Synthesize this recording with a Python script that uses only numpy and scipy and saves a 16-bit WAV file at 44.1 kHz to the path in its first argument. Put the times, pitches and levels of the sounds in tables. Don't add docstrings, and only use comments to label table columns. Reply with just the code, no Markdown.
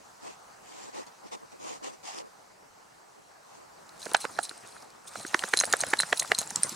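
import sys
import numpy as np
from scipy import signal
from scipy.fft import rfft, irfft, next_fast_len
from scipy.io import wavfile
from scipy.ndimage import uniform_filter1d

SR = 44100
rng = np.random.default_rng(int(sys.argv[2]) if len(sys.argv) > 2 else 0)


def makeup_ratio(level_db):
    decades = np.asarray(level_db, float) / 20
    return 10 ** decades


def persist_wave(psi):
    counts = np.round(np.clip(psi, -1, 1) * 32767).astype(np.int16)
    wavfile.write(sys.argv[1], SR, np.atleast_2d(counts).T)


N = 297807

# frequency in Hz, density in dB per Hz.
AIR_SPECTRUM = [(15, -39), (25, -21), (60, -12.5), (208, -3), (304, -5), (422, 1.5), (538, -0.5), (787, 4),
                (1510, -2.5), (3510, -16.5), (4130, -11.5), (7920, -13), (11000, -22), (13000, -26),
                (15600, -27), (16500, -36)]
# time in seconds, level in dB.
AIR_SWELL = [(0, 4), (2.2, 2.5), (2.6, 1), (3.4, 1.5), (3.8, 3.5), (6.75, -0.5)]
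# frequency in Hz, correlation from -1 to 1.
AIR_SAME = [(60, 0.71), (150, 0.65), (380, -0.49), (950, 0.069), (2380, 0.019), (5980, 0.7), (15000, 0.37)]
# start, loudest and end in seconds, hiss in dB, brightest frequency in Hz.
SCUFFS = [(0.206, 0.273, .36, -51, 2600), (0.62, 0.84, .93, -50.5, 7400), (0.926, 0.968, 1.05, -47, 1890),
          (1.07, 1.07, 1.1, -55, 4520), (1.23, 1.276, 1.3, -56.5, 5500), (1.311, 1.333, 1.362, -44.5, 3720),
          (1.513, 1.52, 1.55, -58, 2530), (1.592, 1.7, 1.79, -45, 6850), (1.824, 1.852, 1.91, -44, 2900),
          (1.897, 1.937, 1.97, -56.5, 6000), (2.028, 2.079, 2.15, -43.5, 5100),
          (2.124, 2.177, 2.225, -45.5, 5400), (3.45, 3.56, 3.68, -61.5, 6500)]
# frequency in Hz, density in dB per Hz.
LEAF_SPECTRUM = [(180, -11), (300, -8.5), (392, -43), (462, -18), (584, -28), (762, -4), (1360, -14.5),
                 (1530, -23), (1840, -13), (3890, -14), (7080, -11), (9000, -20), (16000, -46.5)]
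# frequency in Hz, correlation.
LEAF_SAME = [(200, 0.51), (700, 0.62), (2000, 0.21), (5000, 0.23), (15000, 0.13)]
# start, loudest and end in seconds, level in dB.
DRAGS = [(.215, .275, 0.32, -40.5), (.65, .8, 0.93, -46.5), (0.867, 0.894, 0.9, -41),
         (0.926, 1.005, 1.037, -37.5), (1.06, 1.073, 1.1, -48), (1.232, 1.275, 1.27, -43),
         (1.311, 1.326, 1.38, -37.5), (1.4, 1.433, 1.46, -49), (1.516, 1.526, 1.57, -48),
         (1.587, 1.67, 1.79, -39), (1.807, 1.857, 1.93, -39), (1.91, 1.946, 1.97, -51),
         (2.03, 2.083, 2.07, -40), (2.13, 2.195, 2.29, -42), (3.15, 3.2, 3.2, -55), (3.45, 3.57, 3.7, -56),
         (3.8, 3.93, 5.6, -58)]
# frequency in Hz, density in dB per Hz.
DRAG_SPECTRUM = [(60, -40), (100, -34), (250, 3), (560, 7.5), (790, -8), (1100, 4), (1600, -29),
                 (3000, -52)]
# start in
# seconds, tick in dB, struck ring in dB, jostled rings in dB, letters of the ring struck and then those
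CLACKS = [(1.0659, -53, -45, -57, "abc"), (2.1862, -49, -43, -39, "bc"), (3.8918, -51.5, -41, -48, "ab"),
          (3.9953, -56, -43, -47, "cdb"), (4.055, -41, -48, -50, "ba"), (4.1146, -45, -25, -47, "cba"),
          (4.1346, -44, -16.5, -39, "dac"), (4.4938, -47, -23, -28, "ad"), (4.577, -52, -33, -37, "cd"),
          (4.824, -53.5, -46, -55, "bda"), (4.903, -55, -56, -60, "ab"), (5.1964, -46, -43, -43, "bc"),
          (5.2807, -50, -25, -46, "bac"), (5.392, -36, -14, -24, "cda"), (5.5451, -45, -19, -36, "cd"),
          (5.5781, -38, -13, -32, "da"), (5.6102, -29, -24, -27, "bac"), (5.6427, -38, -13, -20, "cda"),
          (5.7143, -55, -21, -22, "cd"), (5.7269, -23.5, -5, -13, "db"), (5.726, -41, -9, -15, "bd"),
               (5.7675, -43, -19, -20, "cd"), (5.847, -59, -23, -23, "ad"), (6.002, -48, 0.5, -22, "cda"),
               (6.021, -38, -17, -30, "abc"), (6.205, -47, -31, -35, "adc"),
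               (6.2282, -43, -15.5, -18, "dc"), (6.3485, -36, -11.5, -22, "adc"),
               (6.402, -42, -11, -32, "cabd"), (6.408, -44, -21, -34, "dab")]
# start in seconds, tick in dB, struck ring in
# dB, jostled rings in dB, letters of the ring struck and then those jostled.
KNOCKS = [(4.1668, -46, -18, -25, "cda"), (4.203, -48, -32, -36, "dc"), (4.2115, -50, -26, -27, "dc"),
          (4.217, -52, -27, -32, "ad"), (4.2324, -56, -26, -38, "ad"), (4.398, -55, -35, -46, "cd"),
          (4.414, -55, -37, -36, "ca"), (4.434, -46, -27, -21, "adc"), (4.446, -53, -35, -31, "adc"),
          (4.464, -59, -35, -50, "ad"), (4.4297, -56, -22, -24, "cda"), (4.451, -47, -26, -36, "adc"),
          (5.162, -49, -39, -45, "ac"), (5.171, -55, -34, -30, "ac"), (5.209, -55, -37, -39, "ac"),
          (5.229, -59, -34, -34, "ca"), (5.265, -45, -31, -33, "dab"), (5.276, -55, -30, -49, "bc"),
          (5.4868, -42, -25, -27, "cd"), (5.5661, -51, -23, -23, "acd"), (5.5724, -26, -11.5, -15.5, "adc"),
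          (5.5893, -30, -8.5, -18, "ad"), (5.5956, -35, -16, -26, "dac"), (5.6008, -33, -7.5, -13, "bc"),
          (5.606, -39, -13, -18, "bcd"), (5.622, -57, -16.5, -25, "da"), (5.6533, -36.5, -18, -20, "cd"),
          (5.664, -43, -24, -46, "dc"),
          (5.798, -50, -29, -45, "ac"), (5.8054, -36, -13, -17.5, "cda"),
               (5.8118, -30, -12.5, -28, "bac"), (5.866, -42, -22.5, -30, "dab"),
               (5.8853, -55, -26, -25, "dc"), (5.903, -49, -21, -35, "dc"), (5.9706, -44, -31, -33, "ac"),
               (5.9865, -45, -27, -23, "dca"), (5.9904, -50, -7, -14.5, "acd"),
               (6.0058, -37, -13, -12.5, "bacd"), (6.1732, -36, -25, -21, "ad"),
               (6.179, -46, -18, -29, "da"), (6.1965, -26.5, -7.5, -16, "bca"),
               (6.2011, -40, -19.5, -24, "abd"), (6.2136, -50, -25, -24, "da"),
               (6.3805, -40, -24, -49, "ab"), (6.387, -27.5, -8.5, -14, "bdc"),
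               (6.3915, -37, -25, -19, "abc")]
# frequency in Hz, 60 dB decay in seconds, relative spread of pitch between
# knocks, second mode in Hz, second mode level in dB.
RINGS = [(4085, .055, .006, 7520, -14), (6540, .045, .011, 5250, -16), (8420, .034, .007, 9200, -17),
         (10000, .04, .006, 14950, -21)]
RING_LEAD = [-0.068, -0.2, 0.53, 0.52]
# frequency in Hz, level in dB.
TICK_SPECTRUM = [(1200, -16), (2500, -10), (4000, 0.5), (6000, 4), (8500, 0.5), (11000, -8), (13000, -21),
                 (16500, -77)]
# centre in seconds, level in dB, frequency in Hz.
SPIKES = [(4.144, -22, 2500), (4.1464, -8, 4900), (4.148, -8.5, 2000), (4.1474, -10.5, 2600),
          (4.15, -9.5, 2500), (5.937, -26, 3440), (5.9388, -20, 4000), (6.129, -10.5, 2720),
          (5.7384, -17, 1970), (2.187, -25.5, 4500), (5.9716, -26, 6000), (4.385, -36, 3500),
          (4.4527, -22, 6000), (5.1975, -32, 6000), (5.3431, -15.5, 3600), (5.3453, -8.5, 4550),
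          (5.4379, -18.5, 4500), (5.5366, -26, 5000), (5.5387, -15, 3000), (5.5401, -20, 1800),
          (5.5727, -9, 7000), (5.6008, -7, 7960), (5.6112, -22, 3000), (5.737, -25, 4000),
          (5.8357, -20, 5000), (6.0009, -17.5, 2520), (6.0075, -10, 8450), (6.0086, -13, 7000),
          (6.1947, -9, 8500), (6.1998, -7, 8400), (6.319, -6.5, 2400), (6.3462, -24, 8000),
          (6.3874, -4, 8600), (6.3893, -25, 8000), (6.39, -16, 8500), (6.416, -13, 8800)]
# centre in seconds, level in dB.
TICKS = [(3.937, -52), (3.9789, -44), (4.0188, -30), (4.0324, -34), (4.0526, -35), (4.135, -20),
         (4.2274, -31), (4.316, -33), (4.4139, -30), (4.5214, -38), (4.675, -29.5), (4.7431, -40),
         (4.7702, -40), (4.7834, -41), (4.8354, -48), (5.0444, -40), (5.0665, -34), (5.0758, -31),
         (5.082, -25), (5.0854, -36), (5.0914, -39), (5.1074, -43), (5.1164, -41), (5.18, -32),
         (5.2044, -39), (5.232, -30), (5.3864, -28), (5.7024, -21), (5.7734, -35), (5.8424, -25),
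         (5.9014, -26), (5.9045, -34), (5.9104, -30), (6.1618, -27), (6.4927, -25), (6.6624, -20),
         (6.7254, -37)]
# frequency in Hz, density in dB per Hz.
COAT_SPECTRUM = [(47, -41), (80, 4.5), (178, -0.5), (441, 0), (802, 5.5), (1340, 3.5), (3170, -10.5),
                 (4050, -6), (6740, -5), (8700, -5.5), (10300, -11.5), (11500, -16), (16000, -30)]
# frequency in Hz, correlation.
COAT_SAME = [(60, 1), (180, 0.89), (550, 0.37), (1650, 0.75), (4970, 0.86), (15000, 0.74)]
# time in seconds, swish level in dB.
HEAD_SHAKE = [(3.7, -81), (3.98, -60.5), (4.05, -48), (4.45, -56), (4.83, -57.5), (4.87, -64), (5.03, -66)]
# time in seconds, swish level in dB.
BODY_SHAKE = [(5.13, -51.5), (5.2, -50), (5.45, -44.5), (5.8, -44.5), (6.1, -44.5), (6.3, -45.5),
              (6.45, -49), (6.6, -46), (6.75, -43.5)]
# start, loudest and end in seconds, level in dB.
RATTLES = [(3.99, 4.03, 4.05, -46), (4.198, 4.21, 4.252, -42), (4.424, 4.44, 4.468, -40),
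           (5.068, 5.076, 5.1, -44), (4.3, 4.318, 4.43, -54.5), (4.395, 4.402, 4.54, -52),
           (4.644, 4.66, 4.87, -56), (5.133, 5.197, 5.26, -48.5), (5.785, 5.822, 5.83, -38),
           (5.9, 5.905, 5.93, -41), (5.262, 5.268, 5.29, -45), (6.156, 6.168, 6.18, -41),
           (6.38, 6.4, 6.48, -43), (4.238, 4.246, 4.254, -42), (5.425, 5.45, 5.458, -44),
           (5.535, 5.545, 5.55, -40), (6.499, 6.507, 6.515, -42), (6.622, 6.632, 6.634, -40)]
# time in seconds, snap in dB, snap in Hz, thump in Hz,
# thump over the snap in dB.
SLAPS = [(4.067, -30, 1590, 450, -2.5), (4.1469, -21, 1460, 800, 9), (4.1487, -9, 1480, 790, -14),
         (4.2523, -18.5, 1410, 526, -11), (4.3896, -14, 1410, 770, -3), (4.5129, -35, 1460, 336, -8),
         (5.1572, -24, 1250, 765, -10.5), (5.2507, -26.5, 1590, 340, -8.5), (5.3453, -9.5, 1650, 1094, -8),
         (5.4388, -16, 1600, 730, -39), (5.5374, -7, 1740, 850, -16), (5.6375, -15, 1700, 666, -7.5),
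         (5.7372, -6, 1620, 836, -12), (5.8371, -18, 1710, 664, -4.5), (5.934, -16, 1950, 790, -13),
         (5.9363, -9.5, 1730, 850, -10.5), (6.034, -19, 1650, 630, -14), (6.1279, -8, 1750, 720, -17),
         (6.2237, -23, 1950, 784, -13.5), (6.318, -8, 1790, 740, -13), (6.5104, -34, 1700, 850, -2.5)]
# time in seconds, level in dB, thump in Hz.
FOLDS = [(4.061, -31.5, 700), (4.1182, -35.5, 473), (4.244, -26, 950), (5.348, -34, 586), (5.351, -39, 597),
         (5.9386, -29, 610), (5.442, -29.5, 510), (5.5399, -28.5, 480), (5.6397, -27, 640),
         (5.7395, -21, 576), (6.1305, -19, 630), (6.3205, -24, 597), (6.3247, -34.5, 490),
         (6.4147, -28, 760)]
# time in seconds, level in dB, snap in Hz.
SMACKS = [(4.156, -29, 2580), (5.193, -51, 2200), (5.223, -45, 1300), (5.307, -40.5, 1490),
          (5.335, -31, 900), (5.3545, -33, 1810), (6.38, -36, 2000), (4.1605, -24, 1590),
          (4.766, -37, 1410), (5.393, -24.5, 3020), (5.4248, -28, 1900), (5.61, -22, 1960),
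          (5.612, -21.5, 1390), (6.0015, -15, 1730), (6.2484, -29, 1230), (6.6336, -31.5, 1780)]
# time in seconds, left over right in dB.
HEAD_PAN = [(4.1, -6.5), (5.4, -3.5), (5.8, -1.5), (6.4, -2.5)]
# time in seconds, level in dB, frequency in Hz.
STEPS = [(4.066, -41, 250), (4.148, -42, 262), (4.391, -33.5, 296), (5.739, -42, 360), (6.129, -30, 380),
         (4.253, -39.5, 302), (5.25, -38, 330), (5.347, -21.5, 362), (5.441, -37.5, 196), (5.54, -30, 382),
         (5.935, -22, 418), (6.036, -41, 166), (6.3195, -28, 353), (6.493, -56, 152), (6.524, -41, 202.9),
         (6.596, -39, 182), (6.655, -51, 140), (6.722, -38, 227), (6.728, -39, 325), (6.742, -46, 148)]
# start in seconds, level in dB, frequency in Hz, 60 dB decay in seconds.
TWIGS = [(6.4746, -26, 7350, .006), (6.5054, -17, 6760, 0.0022), (6.5087, -27, 9350, 0.0069),
         (6.5599, -8, 7640, 0.0034), (6.5592, -14.5, 5500, 0.0062), (6.5578, -17, 8600, 0.0045),
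         (6.559, -23, 4240, 0.012), (6.633, -5, 9000, 0.0088), (6.6352, -21, 5140, 0.0061),
         (6.634, -29, 4080, 0.02), (6.6374, -30, 9200, 0.014), (6.64, -17, 5930, 0.0032),
         (6.6435, -26, 7400, 0.0087), (6.6927, -19.5, 5860, 0.0053), (6.694, -21.5, 7500, 0.0063),
         (6.695, -27, 6000, 0.0072), (6.694, -26, 12500, .006)]


def evened(x):
    return x / np.sqrt(np.mean(x ** 2) + 1e-20)


def read(points, hz):
    f, value = np.transpose(points)
    return np.interp(np.log(hz + 1), np.log(f + 1), value)


def add(mix, s, sound):
    part = mix[..., round(s * SR):][..., :sound.shape[-1]]
    part += sound[..., :part.shape[-1]]


def follow(rows, column):
    rows = np.array(rows, float)
    return np.interp(np.arange(N) / SR, rows[:, 0], rows[:, column])


def stroke(start, top, end):
    return follow([(start, 0), (top, 1), (end, 0)], 1) ** 0.62


def passed(x, hz, kind, order):
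    return signal.sosfilt(signal.butter(order, hz, kind, fs=SR, output="sos"), x)


def sides(db):
    return makeup_ratio(np.array([[.5], [-.5]]) * db)


def pulse(t, rise_s, fall_s, power):
    return np.exp(-np.where(t < 0, (t / rise_s) ** 2, abs(t / fall_s) ** power))


def noise(colour, same, patchy_db, size, lag_s=0):
    split_hz = 2330
    hop = size // 4
    frames, hz = N // hop + 5, np.fft.rfftfreq(size, 1 / SR)
    draws = rng.standard_normal((5, frames, len(hz)), np.float32)
    a, b, c, d, patches = draws.transpose(0, 2, 1)
    patches = evened(uniform_filter1d(uniform_filter1d(patches, size // 64, 0), 12, 1))
    like = np.clip(read(same, hz), -1, 1)[:, None]
    left = a + 1j * b
    right = like * left + np.sqrt(1 - like ** 2) * (c + 1j * d)
    z = np.array([left, right])
    z[0] *= np.exp(-2j * np.pi * hz * lag_s)[:, None]
    z *= makeup_ratio(read(colour, hz)[:, None] + patchy_db * patches)
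    whole = signal.istft(z, nperseg=size, noverlap=size - hop)[1][:, :N]
    long = next_fast_len(N)
    low_gain = 1 / (1 + (np.fft.rfftfreq(long, 1 / SR) / split_hz) ** 6)
    low = irfft(rfft(whole, long) * low_gain, long)[:, :N]
    return low, whole - low


def grain(per_s, spread_db, ms, bed):
    biggest = 2.6
    size = makeup_ratio(spread_db * np.minimum(rng.exponential(1, N), biggest))
    size = size * (rng.random(N) < per_s / SR)
    jumps = signal.lfilter([1], [1, -np.exp(-1000 / (ms * SR))], size)
    return evened(bed + evened(jumps))


def garden():
    low, high = noise(AIR_SPECTRUM, AIR_SAME, patchy_db=1.5, size=1024)
    return makeup_ratio(-56.5 + follow(AIR_SWELL, 1)) * evened(low + high)


def leaves():
    parts = noise(LEAF_SPECTRUM, LEAF_SAME, patchy_db=1.65, size=512, lag_s=0.000368)
    low, high = (evened(v) for v in parts)
    out = np.zeros((2, N))
    for start, top, end, db, hz in SCUFFS:
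        octaves = np.log2(hz / 4096)
        on = slice(round(start * SR), round(end * SR))
        bright = evened(passed((high + low)[:, on], [hz * 0.91, hz * 1.074], "bandpass", order=2))
        body = makeup_ratio(1 - octaves) * low[:, on]
        hiss = high[:, on] + makeup_ratio(-13 + 2.5 * octaves) * bright
        out[:, on] += makeup_ratio(db) * stroke(start, top, end)[on] * (hiss + body)
    crackle = grain(per_s=300, spread_db=4, ms=1.2, bed=4)
    return passed(out * crackle, 560, "highpass", order=2)


def drags():
    leak_db = -22.5
    low = evened(sum(noise(DRAG_SPECTRUM, [(50, 0.0041), (5000, 0)], patchy_db=2.0, size=512)))
    level = sum(makeup_ratio(db) * stroke(a, top, b) for a, top, b, db in DRAGS)
    return level * (np.array([[1], [-1]]) * low[0] + makeup_ratio(leak_db) * low[1])


def ring_levels(struck_db, jostled_db, names):
    pass_db, idle_db = -2.5, -28
    levels = dict.fromkeys("abcd", jostled_db + idle_db)
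    levels.update({name: jostled_db + pass_db * k for k, name in enumerate(names[1:])})
    levels[names[0]] = struck_db
    return np.array(list(levels.values()))


def jolts():
    lead_s, tick_db, ring_db, jostle_db, growth = 0.00065, -21.5, -6, -26, 1.5
    hard = [(s, growth * (db + 9) - 12.5) for s, db, *_ in SLAPS]
    return [(s - lead_s, db + tick_db, db + ring_db, db + jostle_db, "abc") for s, db in hard]


def harness(rows, ring_share, rough, rise_s, choke):
    damp_spread_db = 1.5
    soft_rise_db = -0.13
    out, t = np.zeros((2, N)), np.arange(2600) / SR
    luck = rng.standard_normal((len(rows), len(RINGS), 4))
    fizz = rng.standard_normal((len(rows), 512))
    rubs = rng.standard_normal((len(rows), 8, len(t)))
    shiver = evened(uniform_filter1d(uniform_filter1d(rubs, 70), 40))
    hz, t60, spread, over_hz, over_db = np.transpose(RINGS)[..., None]
    lead = np.multiply.outer([.5, -.5], RING_LEAD)[..., None]
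    colour = makeup_ratio(read(TICK_SPECTRUM, np.fft.rfftfreq(512, 1 / SR)))
    tick_t = t[:512]
    tick_fall = np.exp(-tick_t / 0.0018) + 0.8 * np.exp(-tick_t / 0.000087)
    tick_shape = tick_fall * (1 - np.exp(-tick_t / 0.00022))
    for (s, tick_db, *struck), chance, puff, rub in zip(rows, luck, fizz, shiver):
        tune, damp, phase, lean = chance.T[..., None]
        ring_s = ring_share * t60 * makeup_ratio(damp_spread_db * damp)
        swell_s = rise_s * makeup_ratio(soft_rise_db * max(-12 - struck[0], 0))
        decay = makeup_ratio(-60 * (t / ring_s) ** choke) * (1 - np.exp(-t / swell_s))
        turn = 2 * np.pi * t * (1 + spread * tune)
        tones = (1 + rough * rub[:4]) * np.sin(hz * turn + phase + lead)
        tones = tones + makeup_ratio(over_db) * rub[4:] * np.sin(over_hz * turn)
        knock = (makeup_ratio(ring_levels(*struck)[:, None] - 5.0) * decay * tones).sum(1)
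        knock[:, :512] += makeup_ratio(tick_db + 9.5) * evened(irfft(rfft(puff) * colour)) * tick_shape
        add(out, s, knock * sides(-0.6 + 1.5 * lean[0]))
    return out


def ground(x):
    taps = np.zeros((2, 6000))
    at = np.arange(120, 5980, 20) + rng.integers(0, 20, (2, 293))
    np.put_along_axis(taps, at, rng.choice([-1., 1.], at.shape), 1)
    taps *= makeup_ratio(-60 * np.arange(6000) / SR / 0.082)
    return signal.oaconvolve(x, taps / np.linalg.norm(taps[0]), axes=1)[:, :N]


def spikes():
    out, t = np.zeros((2, N)), np.arange(-100, 100) / SR
    rows = [(*row, 0.59) for row in SPIKES] + [(s, db - 5.5, 9000, 3) for s, db in TICKS]
    for s, db, hz, cycles in rows:
        click = np.exp(-(t * hz / cycles) ** 2) * np.cos(2 * np.pi * hz * t)
        add(out, s + t[0], makeup_ratio(db) * click)
    return out * sides(-1.2)


def ring_chatter():
    chatter, t = np.zeros(N), np.arange(1500) / SR
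    for (hz, t60, *_), db in zip(RINGS * 3, (0, -12, -2, -3) * 3):
        taps, luck = np.zeros(N), rng.random((N * 60 // SR, 2))
        taps[(luck[:, 0] * N).astype(int)] = makeup_ratio(9.9 * np.minimum(-np.log(luck[:, 1]), 3))
        shift = 1 + .02 * rng.uniform(-1, 1)
        ring = makeup_ratio(-60 * t / (0.3 * t60)) * np.sin(2 * np.pi * hz * shift * t)
        chatter += makeup_ratio(db) * evened(signal.oaconvolve(taps, ring)[:N])
    return chatter


def coat():
    swing_hz, swing_peak_s, swing_db = 4.93, 10, 0.5
    hush_db, hush_s = -1, 0.036
    flap_db, flap_share = -50, 0.69
    low, high = noise(COAT_SPECTRUM, COAT_SAME, patchy_db=3, size=512)
    scale = np.sqrt(np.mean(high ** 2))
    brushing = uniform_filter1d(grain(per_s=250, spread_db=6, ms=1.0, bed=2.7), size=12)
    swish = high / scale * brushing
    time = np.arange(N) / SR
    swing = np.cos(2 * np.pi * swing_hz * (time - swing_peak_s))
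    since = time - np.array(SLAPS)[:, :1]
    hush = np.minimum((np.exp(-abs(since) / hush_s) * (since > 0)).sum(0), 1)
    effort_db = follow(HEAD_SHAKE + BODY_SHAKE, 1) + swing_db * swing + hush_db * hush
    flap_level = makeup_ratio(flap_db + flap_share * (effort_db + 47.0) - effort_db)
    flapping = low / scale * flap_level * grain(per_s=100, spread_db=17.0, ms=13.0, bed=1.5)
    flapping = passed(flapping, 126, "highpass", order=2)
    chatter = ring_chatter()
    start = np.clip((time - HEAD_SHAKE[0][0]) / .15, 0, 1)
    steady = start * makeup_ratio(effort_db) * (swish + flapping + makeup_ratio(-15) * evened(chatter))
    runs = sum(makeup_ratio(db) * stroke(a, top, b) for a, top, b, db in RATTLES)
    sliding = np.roll(swish, 5000, axis=1)
    return steady + runs * evened(makeup_ratio(-11.5) * chatter + sliding)


def contacts():
    tip_lead_s, tip_db = .0021, -18

    def side(s):
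        return np.interp(s, *np.transpose(HEAD_PAN))
    slaps = [(*row, side(row[0])) for row in SLAPS]
    tips = [(s - tip_lead_s, db + tip_db, *rest) for s, db, *rest in slaps]
    folds = [(s, db, 950, hz, -1, side(s)) for s, db, hz in FOLDS]
    smacks = [(s, db, hz, 0.46 * hz, -42, 3.5) for s, db, hz in SMACKS]
    return slaps + tips + folds + smacks


def ears():
    out, t = np.zeros((2, N)), np.arange(-300, 900) / SR
    rows = contacts()
    luck = rng.standard_normal((len(rows), 3, len(t)))
    flutter_band = signal.butter(2, [350, 2300], "bandpass", fs=SR)
    late = t - .0004
    lead = np.array([[1], [-1]]) * 0.072
    fade = np.exp(-np.where(t < 0, -t / 0.0025, t / 0.0032))
    for (s, db, snap_hz, thump_hz, thump_db, pan_db), (a, b, c) in zip(rows, luck):
        snap = np.cos(2 * np.pi * snap_hz * t) * pulse(t, 0.00038, 0.00091, 1.36)
        thump = np.cos(2 * np.pi * thump_hz * late + lead) * pulse(late, 0.00086, 0.003, 2.34)
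        crack = np.cos(2 * np.pi * 1.8 * snap_hz * t) * np.exp(-(t / 0.000043) ** 2)
        crack_db = -13.5 + 0.15 * (db + 12)
        flutter = np.array([evened(signal.lfilter(*flutter_band, a + 0.45 * n)) for n in (b, c)]) * fade
        slap = sides(pan_db) * (snap + makeup_ratio(crack_db) * crack + makeup_ratio(-16) * flutter)
        slap = slap + sides(pan_db - 0.5) * makeup_ratio(thump_db) * thump
        add(out, s + t[0], makeup_ratio(db + 1.54) * slap)
    return out


def paws():
    out, t = np.zeros((2, N)), np.arange(-400, 1200) / SR
    for (s, db, hz), (phase, skew) in zip(STEPS, rng.standard_normal((len(STEPS), 2))):
        lead = np.array([[1], [-1]]) * (0.064 + 0.091 * skew)
        push = pulse(t, 0.57 / hz, 1.03 / hz, 1) * np.cos(2 * np.pi * hz * t + phase + lead)
        add(out, s + t[0], makeup_ratio(db) * push)
    return out


def twigs():
    rise_s, rough, hedge_db, hedge_t60_s = 0.0001, 0.31, -12.5, 0.21
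    out, t = np.zeros(N), np.arange(1200) / SR
    for (s, db, hz, t60), rub in zip(TWIGS, rng.standard_normal((len(TWIGS), len(t)))):
        shiver = 1 + rough * evened(uniform_filter1d(rub, size=12))
        decay = makeup_ratio(db + 1.5 - 60 * t / t60) * (1 - np.exp(-t / rise_s))
        add(out, s, decay * shiver * np.sin(2 * np.pi * hz * t))
    lag = np.arange(12000) / SR
    hedge = rng.standard_normal((2, len(lag))) * makeup_ratio(-60 * lag / hedge_t60_s) * (lag > .002)
    scatter = signal.oaconvolve(out[None], hedge / np.linalg.norm(hedge[0]), axes=1)[:, :N]
    return out * sides(-2.4) + makeup_ratio(hedge_db) * scatter


def scene():
    dull_hz = 11600
    free = harness(KNOCKS, ring_share=1.0, rough=.4, rise_s=0.00038, choke=0.72)
    choked = harness(CLACKS + jolts(), ring_share=0.27, rough=.3, rise_s=0.00018, choke=0.89)
    edges = passed(spikes(), dull_hz, "lowpass", order=3)
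    hits = passed(ears() + free + choked + edges, 157, "highpass", order=2)
    hits = hits + passed(paws(), 120, "highpass", order=3)
    dog = hits + makeup_ratio(-17.5) * ground(hits) + coat()
    snaps = passed(twigs(), dull_hz, "lowpass", order=3)
    return garden() + leaves() + drags() + dog + snaps


def low_pass(x):
    return signal.sosfilt(signal.butter(12, 17130, fs=SR, output="sos"), x)


def record(dry):
    faded = passed(dry, 16350, "lowpass", order=20)
    return low_pass(faded)


dry = scene()
out = record(dry)
persist_wave(out)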